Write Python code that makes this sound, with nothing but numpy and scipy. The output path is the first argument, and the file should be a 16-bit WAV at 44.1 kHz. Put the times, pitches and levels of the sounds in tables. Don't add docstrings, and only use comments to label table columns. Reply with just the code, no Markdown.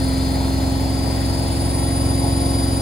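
import sys
import numpy as np
from scipy import signal
from scipy.fft import rfft, irfft, next_fast_len
from scipy.io import wavfile
from scipy.ndimage import uniform_filter1d, map_coordinates

SR = 44100
rng = np.random.default_rng(int(sys.argv[2]) if len(sys.argv) > 2 else 0)


def wrap_up_sound(samples):
    columns = np.atleast_2d(samples).T
    tamed = np.clip(columns, -1, 1)
    steps = np.round(tamed * 32767).astype(np.int16)
    wavfile.write(sys.argv[1], SR, steps)


def to_linear_factor(level_db):
    exponent = np.asarray(level_db, float) / 20
    return 10 ** exponent


N = 123921
T = np.arange(N) / SR
PROGRESS = np.linspace(0, 1, N)
BELT_RATIO = 11.979
SLOTS, BARS = 18, 36
MAINS_PULSE_HZ = 100
SLOT_SIDE, BAR_SIDE = (4.2, -1.1), (.1, 2.08)  # (left-right level/dB, left lead/rad)


def unit(x):
    return x / np.sqrt(np.mean(x ** 2) + 1e-20)


def along(points, hz):
    f, value = np.transpose(points)
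    return np.interp(np.log(hz + 1), np.log(f + 1), value)


def wobble(rate_hz):
    coarse = np.arange(0, N + 16, 16)
    knots = rng.standard_normal(int(N * rate_hz / SR) + 4)
    smooth = map_coordinates(knots, [coarse * rate_hz / SR])
    return np.interp(np.arange(N), coarse, smooth)


def filtered(x, response):
    m = next_fast_len(N + 8192)
    spectrum = rfft(x, m) * response(np.fft.rfftfreq(m, 1 / SR))
    return irfft(spectrum, m)[..., :N]


def tone(phase, level_db, lean_db, lead):
    left = np.cos(phase)
    right = to_linear_factor(-lean_db) * np.cos(phase - lead)
    return np.sqrt(2) * to_linear_factor(level_db) * np.array([left, right])


# (t/s, shaft speed f/Hz, hum level/dB)
SPIN_UP = [
    (0, 263.95, -25.5),
    (.25, 264.85, -25.7),
    (.5, 265.72, -26),
    (.8, 266.55, -27),
    (1.15, 267.45, -29.5),
    (1.65, 268.44, -31),
    (1.95, 268.9, -28),
    (2.4, 269.32, -27),
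    (2.81, 269.46, -27.5),
]
# (t/s, slot whine level/dB, its sway/rad, its left-right level/dB,
# its left lead/rad, bar whine level/dB, its sway/rad)
WHINES = [(0, -36, .6, 6, -.6, -41.5, .5), (.3, -36, .6, 6, -.2, -44, .6), (.5, -41, 1.4, 1, .4, -42, 1.1),
          (.7, -41, 1.6, 1, -1.6, -41, 2.1), (.9, -37, 1.0, 3, -1.7, -40.5, 2.1),
          (1.1, -33.5, .4, 7, -1.6, -39.5, 1.7), (1.3, -35, .2, 8, -2.5, -37.5, 1.3),
          (1.5, -36, .25, 4, -2.3, -36, .9), (1.7, -38, .4, 1, -1.7, -32.5, .45),
          (1.9, -36.5, .5, 0, -1.2, -32, .7), (2.1, -35, .55, 2, -1.2, -32, 1),
          (2.3, -34, .5, 2, -1, -31.5, 1.2), (2.5, -34, .55, 1, -.9, -31.5, 1.1),
          (2.81, -33, .5, 2, -.8, -32, .6)]


def controls():
    curves = []
    for table in (SPIN_UP, WHINES):
        times, *columns = np.transpose(table)
        curves += [np.interp(T, times, column) for column in columns]
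    hz, *levels = curves
    shaft = 2 * np.pi * np.cumsum(hz) / SR
    thump_at = round(.499 * SR)
    return shaft, (shaft - shaft[thump_at]) / BELT_RATIO, levels


# (multiple of drum speed, left level/dB, left-right level/dB, left lead/rad,
# growth over the spin-up/dB)
DRUM = [(1, -49, 0, 0.1, -1), (2, -41, 0, 0.1, -1), (3, -24.5, 1, 0.2, 0), (4, -30, 0, -0.0, 1),
        (5, -28.5, 0, -0.1, 7.5), (6, -31, 4, 0.2, 1), (7, -31, 6, -0.1, 0), (8, -43, -1, 0.5, 2),
        (9, -37, -3, 1.0, -4), (10, -46, 0, 0.6, 0), (11, -38, -3, -0.4, 8), (13, -39, 5, -0.3, 4),
        (14, -53, 2, -0.1, -4), (15, -31.5, 8, -0.5, 6), (16, -42, 3, -1.0, -6), (17, -45, 1, -0.1, 6)]
# (multiple of drum speed, left level/dB, left-right
# level/dB, left lead/rad)
DRUM_HIGH = [(19, -44, 2, -0.3), (20, -51, 2, -0.9), (21, -45, 2, -0.3), (22, -54, 5, 2.8), (23, -49, 0, -1.3),
             (25, -49, -6, 0.3), (26, -51, -3, 0.6), (28, -44, -1, 0.1), (29, -51, 1, 0.0), (30, -45, 8, -0.9),
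             (31, -42, 6, -1.0), (32, -52, 5, 2.3), (33, -48, -1, 0.9), (35, -48, 4, 0.2), (37, -47, 5, 0.6),
             (38, -51, 4, 0.9), (40, -55, 7, 0.7), (41, -53, 3, -0.3), (43, -55, 1, -1.8)]


def drum(angle):
    slip_rad, mode_order, mode_span = 1.1, 4.4, 1
    odd_even_rad, scatter_rad = .55, .06

    def order(k, db, lean, lead, grow_db=0):
        slip = slip_rad * (.5 - PROGRESS) / (1 + ((k - mode_order) / mode_span) ** 2)
        start = np.pi + odd_even_rad * (-1) ** k + scatter_rad * k * rng.normal() + slip
        level = db + grow_db * (PROGRESS - .5) + .6 * wobble(2.57)
        return tone(k * angle + start + 0.19 * wobble(1.45), level, lean, lead)

    return sum(order(*row) for row in [*DRUM, *DRUM_HIGH])


# (f/Hz, left lead/rad)
LEAD = [(0, 0), (1200, 1.6), (2200, 0), (3300, .9), (4300, .5), (5600, -2.9), (6800, -6.25),
        (15250, -18.95)]


def lead_at(hz):
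    lead = np.interp(hz, *np.transpose(LEAD))
    direct = hz > 5900
    return lead - .38 * np.sin(2 * lead) * direct


def whine(phase, level_db, sway, side, angle, swell, swell_lead, ripple, flutter):
    mains = 2 * np.pi * MAINS_PULSE_HZ * T
    size = 1 + swell * np.cos(angle + swell_lead) + ripple * np.cos(mains) + flutter * wobble(300)
    unsteady = ripple * np.sin(mains) + flutter * (wobble(58) + wobble(250))
    bent = phase + sway * np.cos(angle - np.pi / 9) + unsteady
    return size * tone(bent, level_db, *side)


# (f/Hz, level/dB)
MAINS_HUM = [(50, -51), (100, -36.5), (300, -48)]
# (multiple of shaft speed, left level/dB, left-right level/dB, left lead/rad, growth/dB)
SHAFT = [(2, -39, 6, -0.5, 3), (3, -43, 5, 2.3, 0), (4, -48, 3, 1.2, 0), (5, -52, 3, 2.5, 0),
         (6, -62, 3, 0.0, -1), (7, -56, 1, -3.1, 7), (8, -64, 0, -1.7, -6), (9, -59, 0, -1.1, 0),
         (10, -61, 3, 0.6, -2), (11, -59, 3, 0.5, 9), (13, -60, 5, 1.1, 0), (14, -54, 6, 0.4, 7),
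         (15, -58, 3, 0.4, 7), (16, -48.5, 3, 1.0, -20), (17, -55, 5, 0.1, 8), (19, -57, 0, 0.2, -3),
         (20, -54, 2, -0.9, 1), (21, -56, 5, 3.1, 9), (22, -61, 8, 2.2, -1), (23, -59, 4, -0.2, -2)]
# (multiple of shaft speed, level/dB, growth/dB)
BRUSH = [(26, -60, 7), (28, -61, -3), (29, -60, -3), (30, -61, 4), (32, -54, -2), (33, -53, 3),
         (34, -60, -4), (35, -56, -3), (37, -57, 5), (38, -54, 8), (39, -60, 2), (40, -63, 2),
         (44, -67, -2), (52, -61, 10), (54, -60, 0), (56, -65, 1)]


def motor(shaft, angle, levels):
    hum_db, slot_db, slot_sway, *slot_side, bar_db, bar_sway = levels
    hum = tone(shaft + 2.1, hum_db + 0.44 * wobble(5.4), -3.25, 0.066)
    buzz = sum(tone(2 * np.pi * hz * T, db + wobble(4.3), 0, 0) for hz, db in MAINS_HUM)

    def order(k, db, lean, lead, grow_db):
        phase = k * shaft + rng.uniform(0, 2 * np.pi) + .022 * k * np.cos(angle) + .25 * wobble(15)
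        level = db + grow_db * (PROGRESS - .5) + 1.3 * wobble(2.19)
        return tone(phase, level, lean, lead) * (1 + 0.26 * np.cos(angle + k))

    late_hz = SPIN_UP[-2][1]
    brush_rows = [(k, db, 0, lead_at(k * late_hz), grow) for k, db, grow in BRUSH]
    orders = sum(order(*row) for row in [*SHAFT, *brush_rows])
    slot_whine = whine(SLOTS * shaft, slot_db + 0.55 * wobble(9.98), slot_sway, slot_side, angle,
                       swell=.3, swell_lead=1.3, ripple=.05, flutter=.11)
    bar_whine = whine(BARS * shaft, bar_db + 0.71 * wobble(25.04), bar_sway, BAR_SIDE, angle,
                      swell=.3, swell_lead=.6, ripple=.08, flutter=.17)
    return hum + buzz + orders + slot_whine + bar_whine


def sparks(shaft, angle):
    size = to_linear_factor(-49 + 2 * np.cos(angle) + wobble(10.2))
    under = BARS * shaft - 2 * np.pi * 170 * T
    skirt = size * sum(wobble(200) * tone(under + turn, -2.5, *BAR_SIDE) for turn in (0, np.pi / 2))
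    beats = sum(tone(BARS * shaft - k * angle + 1.5 * wobble(31),
                     -43 - 40 * PROGRESS + 2 * wobble(9.3), *BAR_SIDE) for k in (1, 2))
    pull = tone(SLOTS * shaft + 2 * np.pi * MAINS_PULSE_HZ * T,
                -42 - 30 * PROGRESS + 2 * wobble(19.4), *SLOT_SIDE)
    return skirt + beats + pull


# (f/Hz, width/Hz)
CABINET = [(830, 28), (690, 40), (970, 110), (1340, 40), (1840, 40), (1940, 50), (2070, 50), (2270, 40),
           (3500, 150)]


def panels(hz):
    return to_linear_factor(5.5 * sum(1 / (1 + (2 * (hz - centre) / width) ** 2) for centre, width in CABINET))


# (f/Hz, likeness)
ALIKE = [(60, .97), (300, .8), (600, .58), (1000, .3), (2000, .3), (3800, .65), (5700, .4), (6300, .968)]
# (f/Hz, left-right level/dB)
LEAN = [(100, .5), (600, 1.5), (1500, 1.2), (4400, 3), (6200, 0), (15000, 0)]


def rush(spectrum, patchy_db):
    z = signal.stft(rng.standard_normal((2, N)), nperseg=512)[2]
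    field = uniform_filter1d(rng.standard_normal(z.shape[1:]), 6, 0)
    field = uniform_filter1d(field, 10, 1)
    pair = signal.istft(z * to_linear_factor(patchy_db * unit(field)), nperseg=512)[1][:, :N]
    closed = [(spectrum[0][0] / 2, -60), *spectrum, (spectrum[-1][0] * 2, -60)]

    def shared_and_opposed(hz):
        turn = np.arccos(np.clip(along(ALIKE, hz), -1, 1)) / 2
        return to_linear_factor(along(closed, hz)) * panels(hz) * [np.cos(turn), np.sin(turn)]

    def port_difference(hz):
        half = to_linear_factor(along(LEAN, hz) / 2) * np.exp(.5j * lead_at(hz))
        return np.array([half, 1 / half])

    a, b = filtered(pair, shared_and_opposed)
    return unit(filtered(np.array([a + b, a - b]), port_difference))


# (f/Hz, level/dB per Hz)
ROAR = [(25, -23), (60, -3.5), (110, 3), (200, -11), (300, -5.5), (500, -8.5), (850, -8.5), (1200, -23)]
# (f/Hz, level/dB per Hz)
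HISS = [(1100, -0.5), (2100, -2), (2800, -5), (4700, 0.5), (6300, -8), (8600, -3.5), (11000, -10),
        (15800, -14)]


def tub(shaft, angle):
    roar_db = -29.5 + 0.4 * np.cos(angle) + 0.24 * wobble(1.8)
    hiss_db = -35 + 0.28 * np.cos(angle + 0.27) + 0.32 * np.cos(shaft) + 0.17 * wobble(6.67)
    return to_linear_factor(roar_db) * rush(ROAR, patchy_db=1.5) + to_linear_factor(hiss_db) * rush(HISS, patchy_db=0.86)


def scene():
    shaft, angle, levels = controls()
    return drum(angle) + motor(shaft, angle, levels) + sparks(shaft, angle) + tub(shaft, angle)


def roll_off(x):
    return signal.sosfilt(signal.butter(12, 16530, fs=SR, output="sos"), x)


def record(dry):
    mix = filtered(dry, lambda hz: hz < 15760)
    return roll_off(mix)


dry = scene()
out = record(dry)
wrap_up_sound(out)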